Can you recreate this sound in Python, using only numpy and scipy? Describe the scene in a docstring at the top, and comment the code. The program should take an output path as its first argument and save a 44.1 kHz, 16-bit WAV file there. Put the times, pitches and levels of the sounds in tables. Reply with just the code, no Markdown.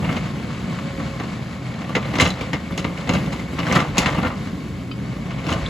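"""Excavator bucket in rock

A diesel rumbles and clatters in noise puffed at each firing, under wavering fan and hydraulic pump tones.
Clumped grit drags along the steel bucket; stones slide off it and strike it as filtered bursts with
ringing modes, and three loose steel parts clink as dying sines. Low noise comes through the ground.
A rock face scatters the steel's sound back, and two microphone ports hear it all a little differently."""
import sys
import numpy as np
from scipy import signal
from scipy.fft import rfft, irfft
from scipy.io import wavfile
from scipy.ndimage import uniform_filter1d

SR = 44100
rng = np.random.default_rng(int(sys.argv[2]) if len(sys.argv) > 2 else 0)


def bounce(signal):
    """Save signal as a 16-bit WAV file at the path given by the first command-line argument."""
    frames = np.transpose(np.atleast_2d(signal))
    limited = np.clip(frames, -1, 1)
    pcm = np.round(limited * 32767).astype(np.int16)
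    wavfile.write(sys.argv[1], SR, pcm)


N = 250929
TIME = np.arange(N) / SR
HZ = np.fft.rfftfreq(N, 1 / SR)
GRID = np.fft.rfftfreq(4096, 1 / SR)  # coarse frequency grid for the causal filters
OCTAVES = np.log2(np.maximum(GRID, 1000) / 2000)  # tilt axis about 2 kHz, flat below 1 kHz


def amp(db):
    """Decibels to an amplitude factor."""
    return 10 ** (np.asarray(db) / 20)


def evened(x):
    """Scale to an rms of 1."""
    return x / np.sqrt(np.mean(x ** 2) + 1e-20)


def read(points, hz, column=1):
    """Read one column of a frequency table, straight between points on a log frequency axis."""
    table = np.transpose(points)
    return np.interp(np.log(hz + 1), np.log(table[0] + 1), table[column])


def curves(rows):
    """Turn a table of moments into one smooth-running envelope per column."""
    s, *columns = np.transpose(rows)
    return [np.interp(TIME, s, c) for c in columns]


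def coloured(x, gain_db):
    """Causal filter: the phase follows from the log gain given on an even grid up to half the rate."""
    mirrored_db = np.concatenate([gain_db, gain_db[-2:0:-1]])
    log_gain = np.log(amp(np.maximum(mirrored_db, -100)))
    spectrum = np.exp(np.conj(signal.hilbert(log_gain)))
    taps = np.fft.ifft(spectrum).real[:2048]
    return signal.oaconvolve(x, taps)[:len(x)]


def drift(rate_hz):
    """Slow random wander of rms 1, straight between points drawn at rate_hz."""
    return evened(np.interp(TIME * rate_hz, np.arange(4000), rng.standard_normal(4000)))


def tone(hz, waver):
    """A sine whose pitch and level wander."""
    turns = np.cumsum(hz * (1 + waver * drift(rate_hz=12))) / SR
    return np.sqrt(2) * np.sin(2 * np.pi * turns) * amp(3.0 * drift(rate_hz=14))


def grit(count, per_s, spread_db, hiss):
    """Sparse clicks of uneven size over a little noise, evened to rms 1."""
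    size = amp(spread_db * np.minimum(rng.exponential(1, count), 5)) * rng.choice([-1., 1.], count)
    clicks = evened(size * (rng.random(count) < per_s / SR))
    return evened(clicks + hiss * rng.standard_normal(count))


# the running engine: t/s, rumble level/dB, clatter level/dB
ENGINE_LEVELS = [(0, -24, -33.5), (.5, -28, -34), (1.2, -30, -32.5), (1.8, -29.5, -37), (2.6, -32.5, -36),
                 (3.3, -34, -33.5), (4.2, -25.5, -34.5), (4.7, -32.5, -36), (5.2, -27, -38.5),
                 (5.69, -35, -30)]
# colour of the running gear's noise: f/Hz, level/dB
ROAR_COLOUR = [(25, 3), (55, -17), (95, 5.5), (120, 11), (170, 13), (230, 9), (330, -28), (480, -17),
               (800, -25.5), (1100, -20), (1600, -24), (2200, -24.5), (3300, -29.5), (4500, -30.5),
               (5300, -37.5), (7500, -38.5), (11000, -51), (15000, -90)]
# covers and pipes that the clatter rings: f/Hz, width/Hz, level/dB before a common 29 dB trim
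HOUSING_MODES = [(1077, 13, 15.5), (714, 54, 4.5), (2230, 114, 6), (3050, 130, -18)]
# exhaust orders: multiple of the firing rate, level/dB
EXHAUST_ORDERS = [(1, -42), (1.5, -45.5), (2, -35.5), (2.5, -47.5), (3, -44.5), (3.5, -43.5), (4.5, -50),
                  (6.5, -49.5)]
# the pump's hum: t/s, level/dB
PUMP_HUM = [(0, -43), (.65, -48), (.82, -37.5), (1.08, -36), (1.2, -48.5), (1.8, -44.5), (3, -40.5),
            (4.7, -52), (5.2, -43), (5.69, -42)]
# overtones of the hum: multiple of the hum's pitch, level/dB against the hum
PUMP_OVERTONES = [(2, -23), (4, -13)]
FIRING_HZ, HUM_HZ = 61.74, 549
FAN_HZ, FAN_DB = 285.3, -44.5


def machine():
    """Noise puffed at each firing, exhaust orders, fan blades and pump ripple."""
    rumble_db, clatter_db = curves(ENGINE_LEVELS)
    hum_db, = curves(PUMP_HUM)
    turns = np.cumsum(FIRING_HZ * (1 + 0.031 * drift(rate_hz=17))) / SR
    puffs = 1 + .5 * np.exp(-(turns % 1) / 0.018)
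    unsteady = amp(1.25 * drift(rate_hz=15))
    rough = puffs * unsteady * grit(N, per_s=990, spread_db=0.5, hiss=2.37)
    noise = rfft(rough) * amp(read(ROAR_COLOUR, HZ))
    low = 1 / (1 + (HZ / 420) ** 4)  # exhaust and frame below, valve gear and hydraulics above
    housing = 1 + sum(amp(db - read(ROAR_COLOUR, hz) - 29.0) / (1 + (2 * (HZ - hz) / width) ** 2)
                      for hz, width, db in HOUSING_MODES)
    out = amp(rumble_db) * evened(irfft(noise * low, N))
    out += amp(clatter_db) * evened(irfft(noise * (1 - low) * housing, N))
    out += sum(amp(db) * tone(k * FIRING_HZ, waver=0.0042) for k, db in EXHAUST_ORDERS)
    out += amp(FAN_DB) * tone(FAN_HZ, waver=0.0148)
    out += amp(hum_db) * tone(HUM_HZ, waver=0.00904)
    return out + sum(amp(hum_db + db) * tone(k * HUM_HZ, waver=0.004) for k, db in PUMP_OVERTONES)


# the deepest rumble, stronger while the bucket digs and tips: t/s, level/dB
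GROUND_RUMBLE = [(0, -51), (2.1, -52), (2.22, -48), (2.4, -59), (3.5, -59), (3.79, -40), (3.87, -48),
                 (3.96, -24), (4.1, -42), (4.35, -38), (4.5, -52), (5.45, -36), (5.69, -24)]


def deep():
    """Noise humped around 55 Hz, carried by the ground."""
    level_db, = curves(GROUND_RUMBLE)
    noise = rfft(rng.standard_normal(N)) * amp(-12 * np.log2((HZ + 1) / 55) ** 2)
    return amp(level_db) * evened(irfft(noise, N))


# colour of rock on steel: f/Hz, level/dB
ROCK_ON_STEEL = [(330, -21), (480, 5), (800, 4), (1100, -1.5), (1600, -1.5), (2200, 2.5), (3800, -4),
                 (5500, -10.5), (7500, -12.5), (11000, -21), (15000, -38)]
# plates of the bucket: f/Hz, width/Hz, level/dB
BUCKET_PLATES = [(1060, 45, -3), (1170, 150, -1), (1310, 40, -6), (2060, 70, -3), (2220, 60, -3),
                 (2860, 150, -6), (3470, 30, -9), (3655, 45, -8), (4000, 90, -8), (4520, 50, -13),
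                 (5200, 110, -14), (5805, 40, -15), (6430, 75, -14), (6670, 55, -14), (6920, 110, -16)]


def ring(weights_db, share_db):
    """Gain in dB of the bucket's plates: the crack passes, and each mode adds a peak."""
    hz, width, db = np.transpose(BUCKET_PLATES)[:, :, None]
    height = amp(2 * (db + weights_db[:, None] - read(ROCK_ON_STEEL, hz) + share_db))
    peaks = height / (1 + (2 * (GRID - hz) / width) ** 2)
    return 10 * np.log10(1 + peaks.sum(0))


# soil and stones dragging on the steel: t/s, grinding level/dB, thudding level/dB
DRAG_LEVELS = [(0, -33.5, -23), (.14, -29.5, -23.5), (.33, -38, -28), (1.1, -42, -28), (1.8, -38, -31),
               (2.12, -31.5, -25), (2.23, -21, -21.5), (2.38, -29.5, -28.5), (2.65, -40.5, -28),
               (3.05, -33, -27), (3.17, -27, -20.5), (3.47, -43.5, -27.5), (3.77, -18, -19.5),
               (3.91, -36, -29), (4, -22, -23), (4.13, -26, -25), (4.26, -32.5, -23.5),
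               (4.38, -39.5, -27.5), (4.75, -59, -28), (5.05, -42.5, -29), (5.4, -37.5, -30),
               (5.52, -21, -22.5), (5.69, -51, -31)]
# low thud of the ground and the boom, for drags and blows alike: f/Hz, level/dB
THUD_COLOUR = [(25, -21.5), (50, -3.5), (85, 2.5), (130, 4.5), (280, 1), (340, -2), (480, -12.5),
               (800, -39)]
DRAG_DB = 25  # grinding level in dB where dull and sharp would blend evenly
DULL_TILT, SHARP_TILT = -4, 0.91  # dB an octave


def scrape():
    """Clumped slips of grit excite the steel; harder grinding blends from a dull to a bright colour."""
    grind_db, thud_db = curves(DRAG_LEVELS)
    clumps = amp(2.0 * drift(rate_hz=120) + 1.1 * drift(rate_hz=15))
    slips = grit(N, per_s=900, spread_db=0.5, hiss=1.0) * clumps
    colour = read(ROCK_ON_STEEL, GRID) + ring(np.zeros(len(BUCKET_PLATES)), share_db=0.0)
    dull = evened(coloured(slips, colour + DULL_TILT * OCTAVES))
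    sharp = evened(coloured(slips, colour + SHARP_TILT * OCTAVES))
    share = 1 / (1 + amp(0.5 * (DRAG_DB - grind_db)))
    lumps = rng.standard_normal(N) * amp(1.2 * drift(rate_hz=30))
    thuds = evened(coloured(lumps, read(THUD_COLOUR, GRID)))
    return amp(grind_db) * ((1 - share) * dull + share * sharp) + amp(thud_db) * thuds


# stones sliding off the steel, with a soft start: t/s, level/dB, stone's pitch f/Hz,
# brightness/(dB an octave), thud level/dB against the crack, stone's ring level/dB, rise/s
STONE_SLIDES = [(.022, -20, 3230, -11, -15, 6, 0.007), (.038, -15, 2800, -4.5, -3, 10, 0.011),
                (.086, -13, 2360, -6, -3, 10, 0.0069), (.116, -17, 1500, -1, 2, -5, 0.01),
                (.155, -14, 2900, -2.5, 0, 3, .016), (.25, -24, 3000, -2.5, -8, -2, .012),
                (.994, -18.5, 1090, -2, 1, 10, 0.0074), (1.808, -22, 1110, -1, 1, 2, .01),
                (1.885, -20, 1140, -1, 3, 7, 0.012), (2.042, -16, 1070, -4, -18, -2, .012),
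                (3.003, -25, 1010, 4, -14, 18, 0.0081), (3.131, -11.5, 1370, 2, -8, 8, 0.0081),
                (3.32, -17.5, 990, 1.5, -9, 6, .01), (3.939, -27, 1060, -3, -8, 8, 0.013),
                (4.07, -10, 1630, -10, -14, 20, 0.0088), (4.122, -16, 1090, -2.5, -1, 3, 0.011),
                (4.178, -13, 1210, -4, 4.5, 2, 0.01), (4.239, -9, 1430, -4.5, -6, 14, 0.011),
                (4.261, -22, 4100, -7, -18, 22, 0.0065), (5.376, -21, 2320, -1.5, -7, 13, 0.017)]
# stones striking the bucket: t/s, level/dB, stone's pitch f/Hz,
# brightness/(dB an octave), thud level/dB against the crack, stone's ring level/dB
STONE_BLOWS = [(0.7869, -17.5, 1150, -4, -10, -12), (1.198, -13.5, 1070, -5, -2, -11),
               (1.2352, -18.5, 1030, -2, -9, -8), (1.951, -4.5, 1985, -2.5, -11, 10.5),
               (1.954, -8, 2610, -0.5, -8, 8.5), (1.966, -8, 1110, -2, -2, 7),
               (2.0259, -17.5, 2275, -2.5, -19, 6), (2.138, -10, 1930, -6.5, -5, 8),
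               (2.14, -23, 4150, -5, -20, 14), (2.154, -11, 2130, -1, 1.5, 1),
               (2.161, -26, 5850, 7, -12, 7), (2.185, -7, 1100, -1, -3, -10), (2.199, 2, 2020, 2, -11, 10),
               (2.206, -3.5, 3860, 2, -30, 6), (2.21, -5, 6630, 3.5, -20, 4),
               (2.218, -3.5, 2740, -0.5, -2, 6), (2.225, -9, 3950, 1, 2.5, 15),
               (2.244, -24, 1500, 9, -13, 7), (2.252, -6.5, 2160, -1, -5, 0),
               (2.264, -10, 2630, -5, -21, 14), (2.273, -12.5, 3000, 4.5, -11, 10),
               (2.291, -21, 6540, -2, -18, 10), (2.304, -13.5, 3940, 5.5, -16, 17),
               (2.409, -14.5, 2330, 0, 1, 3), (2.532, -8, 2150, -1, -6.5, 9),
               (2.538, -11.5, 1780, -2, -2, 11), (2.7074, -20.5, 1190, -4, 4, 13),
               (2.722, -24, 3500, 0, -15, 9), (2.7764, -12.5, 6620, 3, -3.5, -1),
               (2.788, -18.5, 3980, 2, 6, 6), (2.8443, -9, 2185, -3, -4, 7),
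               (2.849, -14.5, 1240, -2, -3, 14), (2.974, -22.5, 2220, 2.5, -12, 7),
               (3.074, -16.5, 2240, -3, -19, 3), (3.0924, -4.5, 2690, -1, -1, 3.5),
               (3.15, -9, 2310, -3, -6, -1), (3.1694, -19, 2640, 2, -15, 14), (3.261, -20, 2220, 0, -22, 8),
               (3.3943, -19.5, 2130, -1, -24, 6), (3.53, -22, 1100, -2, 9, 11),
               (3.586, -13, 2140, -8, -17, 9), (3.59, -12.5, 2880, -1, -2, 11),
               (3.601, -14.5, 2900, -5, -8, 11), (3.6315, -14, 1990, -4, -6, 12),
               (3.6682, -11, 1580, 1, -5, 14), (3.681, -13, 1190, -3, -12, 25),
               (3.704, -17.5, 3000, -4, -5, 16), (3.7133, -9.5, 2100, -3.5, -5, 9),
               (3.7246, -6.5, 6100, -0.5, -13, 0), (3.7524, -6, 1394, 4.5, -22, 13),
               (3.759, -2, 1182, -0.5, -4.5, 10), (3.764, -5, 1900, -7, -5, 14),
               (3.77, -5, 1190, -2, -3, 14), (3.788, -12, 1140, 0, -10, 15), (3.801, -8, 1150, 0.5, -8, 7),
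               (3.829, -16, 1120, -3, -2, 18), (3.849, -14, 1120, -12, -9, 11),
               (3.97, -9.5, 1040, 0, -14, 4), (3.9812, 1.5, 2486, 6, -7.5, 6),
               (4.009, -17, 1350, -4, -11, 14), (4.059, -2.5, 1796, -0.5, -8.5, 11.5),
               (4.063, -11, 3100, -1.5, -10, 4), (4.087, -18, 1880, -16, -15, 22),
               (4.147, -14.5, 1190, -6.5, -16, -8), (4.173, -17, 2950, -6, 0, 5),
               (4.2303, -11, 1410, -6, -9, 11), (4.258, -12.5, 1840, -5, -20, 17),
               (4.268, -16, 1590, -6, -14, 23), (4.27, -17, 910, -1.5, 3, 7), (4.279, -18, 1170, 2, -5, 15),
               (4.302, -17, 1300, -7, -14, 6), (4.323, -20.5, 1170, -10, -8, 6),
               (4.4728, -24, 1270, 0, -6, 5), (5.3066, -17, 563, -3.5, -18, 1),
               (5.4668, -16, 2820, -11, 1, 19), (5.486, -27, 5800, -11, -4, 14),
               (5.49, -10.5, 1070, 0, -15, 9.5), (5.504, -17.5, 6600, -1, -12, 7),
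               (5.517, -11, 1054, -1, -2, 13), (5.525, -12, 3020, 5, -7, 12),
               (5.537, -11.5, 2900, -11, -14, 2), (5.562, -21, 1100, -13, -1, 1),
               (5.6133, -19.5, 1910, -17, -10, 7)]
# ringing of a struck stone: multiple of its pitch, level/dB
KNOCK_MODES = [(.53, -9.5), (.78, -11.5), (1, -1.5), (1.29, -10), (1.52, -14), (1.9, -13)]
RISE_S, SOFT_RISE = .0007, .22  # rise of a 0 dB blow in s; dB longer for each dB weaker
TICK = 2.6  # a blow's first contact, against the grit's rms
CRACK_T60, SHOWER_T60, SHOWER_SHARE = 0.06, 0.17, 0.42  # a hit dies fast (s), its chips slowly (s)
SHOWER_TILT = -1.4  # the shower of chips is duller, dB an octave
RING_HALF_WIDTH_HZ = 110  # of the stone's and the lip's ring
LIP_HZ, LIP_RING_DB = 2790, -1.5  # the bucket's lip rings at its own pitch
CREST = 2.3  # nominal peak over the loudest 3 ms rms
KNOCK_DB, KNOCK_T60 = -14, .026  # a blow sets the stone ringing cleanly: dB against its ring level, s


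def stones():
    """Each blow or slide is a crack and a dying, duller shower of chips, ringing stone and some plates."""
    out, t = np.zeros(N + 9000), np.arange(9000) / SR
    hits = [(*row, RISE_S * amp(-SOFT_RISE * row[1]), TICK) for row in STONE_BLOWS]
    hits += [(*row, 0) for row in STONE_SLIDES]
    luck = rng.standard_normal((len(hits), len(BUCKET_PLATES)))  # dB each plate answers by, hit by hit
    for hit, weights in zip(hits, luck):
        s, level_db, stone_hz, bright, thud_db, ring_db, rise_s, tick = hit
        rise, after = np.minimum(t / rise_s, 1), np.maximum(t - rise_s, 0)
        first = grit(len(t), per_s=2000, spread_db=1.0, hiss=0.91) * rise * amp(-60 * after / CRACK_T60)
        first[8] += tick
        chips = grit(len(t), per_s=500, spread_db=3.0, hiss=0.87) * rise
        chips = chips * amp(-60 * after / SHOWER_T60) * SHOWER_SHARE

        pitches = ((stone_hz, ring_db), (LIP_HZ, LIP_RING_DB))
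        peaks = sum(amp(2 * db) / (1 + ((GRID - hz) / RING_HALF_WIDTH_HZ) ** 2) for hz, db in pitches)
        colour = read(ROCK_ON_STEEL, GRID) + ring(1.0 * weights, share_db=8.5)
        colour = colour + 10 * np.log10(1 + peaks) + bright * OCTAVES
        crack = coloured(first, colour) + coloured(chips, colour + SHOWER_TILT * OCTAVES)
        crack = crack / (CREST * np.sqrt(uniform_filter1d(crack ** 2, size=130).max()))
        thud = coloured(first + chips, read(THUD_COLOUR, GRID))

        modes = sum(amp(db) * np.sin(2 * np.pi * (k * stone_hz * t + rng.random()))
                    for k, db in KNOCK_MODES)
        knock = min(amp(ring_db + KNOCK_DB), 1) * modes * amp(-60 * t / KNOCK_T60)
        knock = knock * (tick > 0)  # slides have no knock
        sound = (crack + knock) / np.hypot(1, abs(knock).max())
        sound = sound + amp(thud_db) * thud / abs(thud).max()
        out[round(s * SR):][:len(t)] += amp(level_db) * sound
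    return out[:N]


# three loose steel parts, each clinking once: t/s, level/dB, modes as (f/Hz, level/dB, t60/s)
STEEL_CLINKS = [(1.198, -31.5, [(6400, -1.5, 0.032)]), (4.913, -23, [(1280, -0.5, 0.042), (2520, -2, 0.084),
                (3055, -7, 0.093), (3840, -12, 0.084), (4770, -13.5, 0.14), (4500, -12, 0.051)]),
                (5.661, -24, [(3300, 2, 0.03), (3520, 4, 0.029), (3880, 5.5, 0.022), (6300, -17, .02)])]


def clinks():
    """Loose steel rings as dying sines with a soft start."""
    out, t = np.zeros(N + 9000), np.arange(9000) / SR
    for s, level_db, modes in STEEL_CLINKS:
        sound = sum(amp(db - 60 * t / t60) * np.sin(2 * np.pi * (hz * t + rng.random()))
                    for hz, db, t60 in modes)
        out[round(s * SR):][:len(t)] += amp(level_db) * sound * np.minimum(t / 0.0021, 1)
    return out[:N]


def scattered(x, t60):
    """Sparse taps of random sign, dying away: the rock face and the trees."""
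    taps = np.zeros(SR // 2)
    at = np.arange(40, len(taps) - 20, 20)
    at = at + rng.integers(0, 20, len(at))
    taps[at] = rng.choice([-1., 1.], len(at)) * amp(-60 * at / SR / t60)
    return signal.oaconvolve(x, taps / np.linalg.norm(taps))[:N]


def diffuse(x):
    """The same sound with ever-changing phases: what reaches a port by many small paths."""
    z = signal.stft(x, nperseg=128, noverlap=96)[2]
    turned = z * np.exp(2j * np.pi * rng.random(z.shape[::-1]).T)
    return np.std(x) * evened(signal.istft(turned, nperseg=128, noverlap=96)[1][:N])


# microphone ports: f/Hz, left's lead/rad (before the treble lag), left minus right level/dB, likeness/0-1
PORT_PAIR = [(60, -0.19, 0.2, 0.99), (250, -0.28, 0.8, 0.99), (400, 0, -1, 0.99), (650, 0.32, -4.0, 0.93),
             (900, 0.93, -0.2, 0.88), (1200, .35, 1.5, .88), (1700, 0.28, 4, 0.75), (2000, -0.1, -0.3, 0.9),
             (2450, 2.26, 3, 0.6), (2800, -0.1, 2.5, 0.84), (4000, 0.1, 1, 0.85), (5600, -.1, 2.5, 0.45),
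             (6600, 0.28, 1.7, 0.9), (8800, 0, 0, 0.9)]
LAG_FROM_HZ, HALF_TURN_HZ = 6800, 2250  # above the first, left lags half a turn more for each of the second
STEP = .4  # rad, bends that lag into soft steps of half a turn


def scene():
    """The right port hears the left one's sound turned in phase, plus a diffuse part of its own."""
    engine_and_ground = machine() + deep()
    steel = scrape() + stones() + clinks()
    left = engine_and_ground + steel + amp(-10.5) * scattered(steel, t60=0.17)
    lead, balance_db, same = (read(PORT_PAIR, HZ, column=k) for k in (1, 2, 3))
    lag = np.pi * np.maximum(HZ - LAG_FROM_HZ, 0) / HALF_TURN_HZ
    lead = lead - lag + STEP * np.sin(2 * lag)
    shared = same * np.exp(-1j * lead) * rfft(left)
    right = shared + .9 * np.sqrt(1 - same ** 2) * rfft(diffuse(left))
    return irfft(np.array([rfft(left) * amp(balance_db / 2), right * amp(-balance_db / 2)]), N)


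# the microphone's fading top: f/Hz, level/dB
FADING_TOP = [(9000, -3.5), (13000, -6.5), (14500, -13), (15800, -20)]
EDGE_HZ = 15800


def record(dry):
    """The microphone's bass cut and fading top, a soft overload, then the band limit."""
    cut = signal.sosfilt(signal.butter(3, 45, "high", fs=SR, output="sos"), dry)
    cut = irfft(rfft(cut) * amp(read(FADING_TOP, HZ)), N)
    soft = cut / (1 + (cut / .95) ** 6) ** (1 / 6)
    band_limit = signal.firwin(511, EDGE_HZ, window=("kaiser", 9), fs=SR)
    return signal.oaconvolve(soft, band_limit[None], "same")


dry = scene()
out = record(dry)
bounce(out)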